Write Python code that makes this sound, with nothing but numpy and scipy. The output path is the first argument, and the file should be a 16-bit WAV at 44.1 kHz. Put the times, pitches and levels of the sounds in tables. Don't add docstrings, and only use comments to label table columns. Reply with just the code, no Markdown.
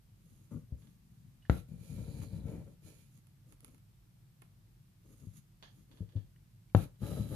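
import sys
import numpy as np
from scipy import signal
from scipy.fft import rfft, irfft, next_fast_len
from scipy.io import wavfile
from scipy.ndimage import uniform_filter1d

SR = 44100
rng = np.random.default_rng(int(sys.argv[2]) if len(sys.argv) > 2 else 0)


def generate_wav(signal):
    frames = np.transpose(np.atleast_2d(signal))
    scaled = np.clip(frames, -1, 1) * 32767
    pcm = np.round(scaled).astype(np.int16)
    wavfile.write(sys.argv[1], SR, pcm)


N = 324135
BINS_HZ = np.fft.rfftfreq(4096, 1 / SR)
EDGE_HZ = 14620

# [f/Hz, level/dB per Hz]
AIR_SPECTRUM = [(15, -45), (25, -24), (50, -6), (81, -23), (95, -6), (120, -4.5), (157, -10), (210, -19.5),
                (267, -30), (313, -26.5), (442, -37), (2010, -41), (5100, -43), (6480, -45), (14400, -42.5)]
# [f/Hz, correlation/1]
AIR_LIKENESS = [(50, 0.99), (200, 0.86), (500, 0.25), (1200, 0), (3000, 0.025), (14000, 0)]
AIR_DB = -61.5
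# [f/Hz, t60/s]
ROOM_DECAY = [(100, 0.21), (500, 0.27), (2000, 0.25), (6000, 0.31), (14000, 0.16)]

# [f/Hz, level/dB]
TUG_SPECTRUM = [(25, -53.5), (45, -10.5), (65, -0.5), (120, 2), (175, 0), (240, -11), (330, -25.5),
                (600, -50), (1500, -73)]
# [f/Hz, level/dB]
SCRAPE_SPECTRUM = [(100, -19), (220, -3), (300, 5), (390, -2), (480, 0), (600, -4), (700, -14), (850, -14),
                   (1030, -20.5), (1650, -25), (2300, -32), (5000, -42)]
# [f/Hz, level/dB]
HISS_SPECTRUM = [(300, -26), (1000, -8.5), (2000, 1.5), (3200, 1), (4500, -1), (5700, -2), (7800, -3),
                 (9500, 3), (11000, 8.5), (12800, 1), (14500, -3)]
# [f/Hz, width/Hz, level/dB]
LOOSE_RESONANCES = [(237, 120, 13), (720, 300, -3), (1230, 300, 11.5), (6660, 640, 11.5),
                    (10800, 2200, 0.5)]
NEEDLE_RESONANCES = [(1330, 160, 13.5), (2450, 450, 8), (3930, 1300, 6.5), (6700, 750, 5),
                     (10900, 1500, 1.5)]
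UP_RESONANCES = [(677, 280, 5.5), (1362, 72, 10), (2375, 310, 10), (3420, 930, 0), (4150, 760, 4),
                 (6800, 400, 13)]
DOWN_RESONANCES = [(1250, 140, 11.7), (3000, 270, 3.3), (3960, 120, 14.4), (6780, 290, 7.4),
                   (8600, 310, 2.8), (11400, 350, 3.9), (12100, 420, 4.6)]
# [f/Hz, left minus right level/dB]
LOOSE_BALANCE = [(1000, 1), (3000, -0.5), (7000, -11), (10000, -7.5), (13000, -3.5)]
NEEDLE_BALANCE = [(1000, -12), (3000, -5.5), (7000, -7), (10000, -3), (13000, -7.5)]
UP_BALANCE = [(1000, 16.5), (3000, -9), (7000, -12), (10000, -13), (13000, -1.5)]
DOWN_BALANCE = [(1000, -4), (4000, -12), (7000, -9), (10000, -3), (13000, 3)]

# [start t/s, length/s, crest as share of length/1, tug level/dB, scrape level/dB, hiss level/dB]
BRUSH_STROKES = [(.13, 0.43, 0.48, -66.5, -81, -78), (.76, 0.23, 0.17, -56.5, -75.5, -78),
                 (.85, 0.66, 0.57, -61, -94, -86.5), (3.08, 0.13, 0.7, -67.5, -85, -75.5),
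                 (3.45, 0.1, 0.82, -69, -74, -74), (3.62, 0.2, 0.095, -68, -71, -77.5),
                 (5.02, 0.13, 0.85, -72, -70.5, -73), (5.13, 0.24, 0.36, -62.5, -74.5, -73.5),
                 (5.32, 0.088, 0.73, -57, -85, -66), (5.68, .18, 0.65, -59, -78.5, -77.5),
                 (5.84, 0.23, 0.68, -70, -72.5, -81)]
BRUSH_SHAPE = 1.18
# [start t/s, hold/s, tug level/dB, scrape level/dB, hiss level/dB]
THREAD_DRAGS = [(.505, 0.082, -38.5, -53, -74), (2.213, 0.014, -63, -57.5, -59.5)]
# [start t/s, hold/s, tug level/dB, scrape level/dB, hiss level/dB]
SHAFT_SLIDES = [(1.498, 0.096, -34, -47.5, -63), (6.753, 0.083, -35.5, -45.5, -59)]
GRIP_S, LET_GO_DB_PER_S = 0.011, 364
# [tug, scrape, hiss rate/(dB/s)]
EASE_RATES = (53.5, 89, 36)
# [t/s, tug level/dB, scrape level/dB, hiss level/dB]
LONG_UP_PULL = [(1.68, -51, -83, -80), (1.714, -48, -70, -81.5), (1.77, -50, -72, -81.5),
                (1.84, -50, -70, -71.5), (1.98, -37, -58, -70), (2.07, -45, -61.5, -74.5),
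                (2.2, -43.5, -61.5, -69), (2.28, -46.5, -66, -77.5), (2.36, -38.5, -56.5, -74),
                (2.42, -45.5, -62, -84), (2.5, -40.5, -53.5, -72), (2.63, -45.5, -59, -84.5),
                (2.74, -61, -76, -85)]
# [t/s, tug level/dB, scrape level/dB, hiss level/dB]
SNUG_UP_PULL = [(2.82, -57, -78, -81.5), (2.87, -53.5, -64.5, -68.5), (2.93, -72, -67.5, -74.5),
                (2.975, -62, -77, -77), (3.01, -62, -86, -75.5), (3.1, -65, -91, -88)]
# [t/s, tug level/dB, scrape level/dB, hiss level/dB]
PULL_FROM_BELOW = [(6.98, -73, -103, -94), (7.016, -37, -52, -68.5), (7.06, -46, -48.5, -62.5),
                   (7.218, -39, -53, -64), (7.244, -45, -54, -68), (7.278, -45, -60.5, -69.5),
                   (7.35, -39, -47.5, -62)]
SURGE_DB, SURGE_S = 2.5, 0.025

# [t/s, level/dB, signed strength/1, contact standard deviation/ms, snap level re blow/dB]
FREE_CLOTH_BLOWS = [(0.7232, -26, 0.29, 1.2, -50), (1.4977, -17, 0.45, 0.13, 9),
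                    (2.4557, -34.5, 0.54, 0.56, -50)]
HELD_CLOTH_BLOWS = [(5.271, -38.5, -1.13, 0.7, -54), (6.0068, -35, -1.43, 0.72, -53),
                    (6.0146, -25, 0.4, 0.91, -48), (6.156, -22.5, 0.47, 1.18, -50),
                    (6.1615, -31.5, -1.3, 0.79, -45), (6.749, -12, -0.82, 0.17, -1)]
# [f/Hz, level/dB, t60/s]
FREE_CLOTH_MODES = [(69.4, 1, 0.19), (89.6, 5, 0.059), (124.4, 2, 0.14), (166, -23.5, 0.106),
                    (278, -76, .1), (415, -41, .09), (453, -18.5, 0.19), (620, -19, .05), (780, -29, .05),
                    (1320, -13, .04), (1600, -37, 0.033), (2570, -18, .035)]
HELD_CLOTH_MODES = [(101.4, 1, 0.12), (144.6, -9.5, 0.11), (172, -14.5, 0.21), (261, -17.5, 0.12),
                    (356, -13, 0.025), (490, -9, 0.025), (600, -39, .04), (761, -20, 0.085),
                    (860, -38, 0.092), (1226, -21, .05), (1295, -29, 0.051), (1860, -47, .05)]
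# [f/Hz, level/dB]
SNAP_SPECTRUM = [(100, -17.5), (400, 4), (800, -7.5), (1400, 3), (2000, -15), (3000, -19.5), (4000, -14),
                 (5500, -56), (14500, -60)]
# [f/Hz, level/dB]
CRACK_SPECTRUM = [(400, -14), (1400, 15), (2400, -0.5), (3900, -1.5), (4800, -10.5), (5800, -26.5),
                  (6800, -7), (8000, -28), (11000, -13), (14500, -32)]
RIGHT_LAG_MS = 0.085

# [t/s, peak level/dB, room level re click/dB]
CLICK_EVENTS = [(0.821, -60.5, 2), (0.8712, -58, -9), (1.4256, -64, -1), (1.453, -65, 7), (5.6257, -42, 3),
                (5.914, -54, 2), (5.9725, -55, 0), (6.09, -59, 2), (6.123, -60, -1), (6.1614, -54, 3.5),
                (6.3606, -71, -11.5), (6.6977, -68.5, -11), (6.9574, -63.5, -15.5)]
# [f/Hz, level/dB]
CLICK_SPECTRUM = [(250, 2), (900, 2.5), (1300, -2.5), (2400, -4), (3500, -3), (5400, -10.5), (6700, -7.5),
                  (7800, -29), (9500, -15), (14000, -29.5)]
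# [f/Hz, width/Hz, level/dB]
CLICK_RESONANCES = [(895, 63, 5), (1712, 310, 8.5), (3280, 520, 10.5), (4480, 850, 7)]

# [t/s, f/Hz, level/dB, t60/s]
NEEDLE_PINGS = [(1.423, 2920, -71, 0.11), (1.451, 1760, -64.5, 0.095), (1.453, 2900, -74.5, .1),
                (6.362, 1900, -67, 0.013), (6.3613, 2900, -77, 0.021), (6.698, 2310, -70, .025)]

WHIR_START_S, WHIR_LENGTH_S, WHIR_CREST = 1.9, 0.65, 0.47
WHIR_LOW_HZ, WHIR_HIGH_HZ, WHIR_DB = 3100, 4370, -74.5

# [t/s, treble snap level/dB, midrange knock level/dB]
TICK_EVENTS = [(2.2167, -67, -42.5), (2.2335, -64, -44), (3.1758, -59, -75), (3.2696, -58.5, -61),
               (3.5235, -53, -51), (3.6056, -52.5, -65), (3.646, -43, -47), (3.68, -57, -56),
               (3.7456, -58.5, -54.5), (3.7802, -62, -58), (4.4195, -51.5, -48), (4.4223, -72, -45.5)]
# [f/Hz, width/Hz, level/dB]
TICK_RESONANCES = [(450, 300, 4), (1300, 260, 10), (2200, 700, 7), (3500, 600, 4), (6700, 500, 3),
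                   (10500, 1300, 9)]
# [f/Hz, level/dB]
KNOCK_SPECTRUM = [(100, -22), (300, 3), (520, 3), (900, 5), (1300, -1), (1700, -2), (2200, 0), (3200, -7),
                  (6000, -30), (14000, -45)]


def amp(db):
    return 10 ** (np.asarray(db) / 20)


def unit(x):
    return x / np.sqrt(np.mean(x ** 2) + 1e-20)


def read(points, hz=BINS_HZ):
    f, value = np.transpose(points)
    return np.interp(np.log(hz + 1), np.log(f + 1), value)


def bumps(resonances):
    return sum(db / (1 + (2 * (BINS_HZ - hz) / width) ** 2) for hz, width, db in resonances)


def add(mix, s, sound):
    part = mix[..., round(s * SR):][..., :sound.shape[-1]]
    part += sound[..., :part.shape[-1]]


def through(x, response):
    x, response = np.atleast_2d(x), np.atleast_2d(response)
    size = next_fast_len(x.shape[1] + response.shape[1], True)
    return irfft(rfft(x, size) * rfft(response, size), size)[:, :N]


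def ring_of(db):
    log_gain = np.log(amp(np.concatenate([db, db[-2:0:-1]])))
    response = np.fft.ifft(np.exp(signal.hilbert(log_gain).conj())).real
    return response / np.linalg.norm(response)


def panned(left_db):
    return amp(np.array([[left_db], [-left_db]]) / 2)


def placed(x, left_db):
    late = np.interp(np.arange(N) - RIGHT_LAG_MS * SR / 1000, np.arange(N), x[0])
    return panned(left_db) * np.array([x[0], late])


def scatter(fade_s):
    t = np.arange(len(BINS_HZ)) / SR
    fade = amp(-60 * t / fade_s)
    z = rfft(rng.standard_normal((2, len(t))) * fade)
    burst = irfft(z / abs(z), len(t)) * np.sqrt(fade)
    return burst / np.linalg.norm(burst, axis=1, keepdims=True)


def room(x):
    hz, t, z = signal.stft(rng.standard_normal((2, SR // 2)), SR, nperseg=256)
    decay = amp(-60 * t / read(ROOM_DECAY, hz)[:, None])
    tail = signal.istft(z * decay, SR, nperseg=256)[1]
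    tail *= np.clip((np.arange(tail.shape[1]) / SR - 0.003) / 0.0037, 0, 1)
    return through(x, tail / np.linalg.norm(tail[0]))


def slips(per_s, spread_db):
    at = np.flatnonzero(rng.random(N) < per_s / SR)
    size = rng.exponential(1, N)[at]
    sign = np.sign(rng.random(N)[at] - 0.5)
    train = np.zeros(N)
    train[at] = sign * amp(spread_db * np.minimum(size, 4))
    return unit(train)


def arch(start, length, crest):
    turning_s = start + length * np.array([0, crest, 1])
    return np.sin(np.pi / 2 * np.interp(np.arange(N) / SR, turning_s, [0, 1, 0]))


def air():
    hz = np.fft.rfftfreq(N, 1 / SR)
    left, other = rfft(rng.standard_normal((2, N)))
    same = np.clip(read(AIR_LIKENESS, hz), -1, 1)
    right = same * left + np.sqrt(1 - same ** 2) * other
    z = np.array([left, right])
    return amp(AIR_DB) * unit(irfft(z * amp(read(AIR_SPECTRUM, hz)), N))


def brushed(rows):
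    return sum(np.outer(amp(levels_db), arch(start, length, crest) ** BRUSH_SHAPE)
               for start, length, crest, *levels_db in rows)


def slid(rows):
    t, gains = np.arange(SR // 2) / SR, np.zeros((3, N))
    for start, hold, *levels_db in rows:
        fall_db = np.outer(EASE_RATES, t) + LET_GO_DB_PER_S * np.maximum(t - hold, 0)
        grip = np.minimum(t / GRIP_S, 1)
        add(gains, start, grip * amp(np.array(levels_db)[:, None] - fall_db))
    return gains


def pulled(rows):
    s, *levels_db = np.transpose(rows)
    t = np.arange(N) / SR
    during = (t >= s[0]) & (t <= s[-1])
    gains = np.array([amp(np.interp(t, s, db)) for db in levels_db]) * during
    return uniform_filter1d(gains, size=300, axis=1)


def surges():
    wander = uniform_filter1d(rng.standard_normal(N), size=round(SURGE_S * SR))
    return unit(amp(SURGE_DB * unit(wander)))


def weave(resonances, balance):
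    db = read(HISS_SPECTRUM) + bumps(resonances)
    lean_db = read(balance) / 2
    ears_db = np.array([db + lean_db, db - lean_db])
    strength = unit(np.linalg.norm(amp(ears_db), axis=1))
    return np.array([g * ring_of(ear) for g, ear in zip(strength, ears_db)])


def thread(gains, resonances, balance, tug_db, scrape_db, hiss_db, fibres_per_s, spread_db, room_db,
           body_share=0.33, spots=3):
    tugging, scraping = gains[:2] * surges()
    hissing = gains[2]
    peaks_db = bumps(resonances)
    tug_slips = slips(per_s=370, spread_db=2.5) * tugging
    tug = through(tug_slips, ring_of(read(TUG_SPECTRUM) + body_share * peaks_db))
    scrape_slips = slips(per_s=1800, spread_db=1.5) * scraping
    scrape = through(scrape_slips, ring_of(read(SCRAPE_SPECTRUM) + peaks_db))
    scrape = placed(scrape, left_db=4.5) + amp(-8.0) * through(scrape, scatter(fade_s=0.031))
    spot_gain = hissing / np.sqrt(spots)
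    fibres = sum(through(slips(fibres_per_s / spots, spread_db) * spot_gain, scatter(fade_s=0.025))
                 for spot in range(spots))
    hiss = through(fibres, weave(resonances, balance))
    direct = amp(tug_db) * placed(tug, left_db=6.5) + amp(scrape_db) * scrape + amp(hiss_db) * hiss
    return direct + amp(room_db) * room(direct)


def scuffs(scuff_db=-29, ms_per_contact_ms=11, muffle_hz=520):
    t, pressure = np.arange(SR // 5) / SR - 0.1, np.zeros(N)
    for s, db, _, contact_ms, _ in FREE_CLOTH_BLOWS + HELD_CLOTH_BLOWS:
        width = contact_ms * ms_per_contact_ms / 1000
        add(pressure, s + t[0] + width / 2, amp(db + scuff_db) * np.exp(-abs(t) / width))
    rubbing = slips(per_s=3600, spread_db=8) * pressure
    rub = placed(through(rubbing, ring_of(read(SCRAPE_SPECTRUM))), left_db=2)
    rub = signal.sosfilt(signal.butter(2, muffle_hz, fs=SR, output="sos"), rub)
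    return rub + amp(-4.5) * room(rub)


def cloth(blows, modes, snap_db, crack_db, left_db, snap_left_db, room_db):
    t = np.arange(SR // 3) / SR
    ring = sum(amp(db - 60 * t / t60) * np.cos(2 * np.pi * hz * t) for hz, db, t60 in modes)
    lead_s = 1 / 50
    pushes, snaps = np.zeros((2, N))
    for s, db, strength, contact_ms, sharp_db in blows:
        push = np.exp(-((t - lead_s) * 1000 / contact_ms) ** 2 / 2)
        add(pushes, s - lead_s, strength * amp(db) * push / push.sum())
        snaps[round(s * SR)] = strength * amp(db + sharp_db)
    snap = through(snaps, ring_of(read(SNAP_SPECTRUM)))
    body = placed(through(pushes, ring), left_db) + amp(snap_db) * placed(snap, snap_left_db)
    body = signal.sosfilt(signal.butter(2, 50, "high", fs=SR, output="sos"), body)
    crack = through(through(snaps, ring_of(read(CRACK_SPECTRUM))), scatter(fade_s=0.027))
    direct = body + amp(crack_db) * crack
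    return direct + amp(room_db) * room(direct)


def clicks(click_db=12, left_db=-5):
    near, far = np.zeros((2, N))
    for s, db, room_db in CLICK_EVENTS:
        near[round(s * SR)] = amp(db + click_db)
        far[round(s * SR)] = amp(db + click_db + room_db)
    arriving = through(near, scatter(fade_s=0.037)) + room(far)
    return panned(left_db) * through(arriving, ring_of(read(CLICK_SPECTRUM) + bumps(CLICK_RESONANCES)))


def pings(left_db=-3, rough=0.91):
    t, out = np.arange(SR // 4) / SR, np.zeros(N)
    for s, hz, db, t60 in NEEDLE_PINGS:
        drag = 1 + rough * unit(uniform_filter1d(rng.standard_normal(len(t)), size=70))
        add(out, s, amp(db - 60 * t / t60) * drag * np.sin(2 * np.pi * hz * t))
    return panned(left_db) * out


def whir(width_hz=800, left_db=-7):
    swell = arch(WHIR_START_S, WHIR_LENGTH_S, WHIR_CREST)
    centre_hz = WHIR_LOW_HZ + (WHIR_HIGH_HZ - WHIR_LOW_HZ) * swell
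    carrier = np.exp(2j * np.pi * np.cumsum(centre_hz) / SR)
    smooth = signal.butter(2, width_hz / 2, fs=SR, output="sos")
    low_band = signal.sosfilt(smooth, slips(per_s=5000, spread_db=8))
    band = unit((carrier * low_band).real)
    return panned(left_db) * through(amp(WHIR_DB) * band * swell, scatter(fade_s=0.017))


def ticks(tick_db=15, knock_db=9, room_db=-9):
    snaps, knocks = np.zeros((2, N))
    for s, treble_db, mid_db in TICK_EVENTS:
        snaps[round(s * SR)] = amp(treble_db + tick_db)
        knocks[round(s * SR)] = amp(mid_db + knock_db)
    direct = through(through(snaps, weave(TICK_RESONANCES, UP_BALANCE)), scatter(fade_s=0.012))
    knock = through(through(knocks, ring_of(read(KNOCK_SPECTRUM))), scatter(fade_s=0.045))
    direct += panned(left_db=-1.5) * knock
    return direct + amp(room_db) * room(direct)


def scene():
    loose = thread(slid(THREAD_DRAGS) + brushed(BRUSH_STROKES), LOOSE_RESONANCES, LOOSE_BALANCE,
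                   tug_db=-2, scrape_db=3.0, hiss_db=2.5, fibres_per_s=4900, spread_db=4.0, room_db=-12.5)
    free = cloth(FREE_CLOTH_BLOWS, FREE_CLOTH_MODES,
                 snap_db=-30, crack_db=3.5, left_db=5.5, snap_left_db=-5, room_db=-10.0)
    needle = thread(slid(SHAFT_SLIDES), NEEDLE_RESONANCES, NEEDLE_BALANCE,
                    tug_db=-3.5, scrape_db=-1.0, hiss_db=6, fibres_per_s=6100, spread_db=0.5, room_db=-18.0)
    up = thread(pulled(LONG_UP_PULL) + pulled(SNUG_UP_PULL), UP_RESONANCES, UP_BALANCE,
                tug_db=-2, scrape_db=0, hiss_db=6.5, fibres_per_s=4200, spread_db=1.5, room_db=-6.5)
    held = cloth(HELD_CLOTH_BLOWS, HELD_CLOTH_MODES,
                 snap_db=-0.5, crack_db=3.0, left_db=6.0, snap_left_db=0.0, room_db=-12.0)
    down = thread(pulled(PULL_FROM_BELOW), DOWN_RESONANCES, DOWN_BALANCE,
                  tug_db=0.5, scrape_db=1, hiss_db=6.5, fibres_per_s=7800, spread_db=3.5, room_db=-10.0)
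    stitches = loose + free + needle + up + held + down
    return air() + stitches + scuffs() + clicks() + pings() + whir() + ticks()


def record(dry):
    low_pass = signal.firwin(511, EDGE_HZ, window=("kaiser", 9), fs=SR)
    return signal.oaconvolve(dry, low_pass[None], "same")


dry = scene()
out = record(dry)
generate_wav(out)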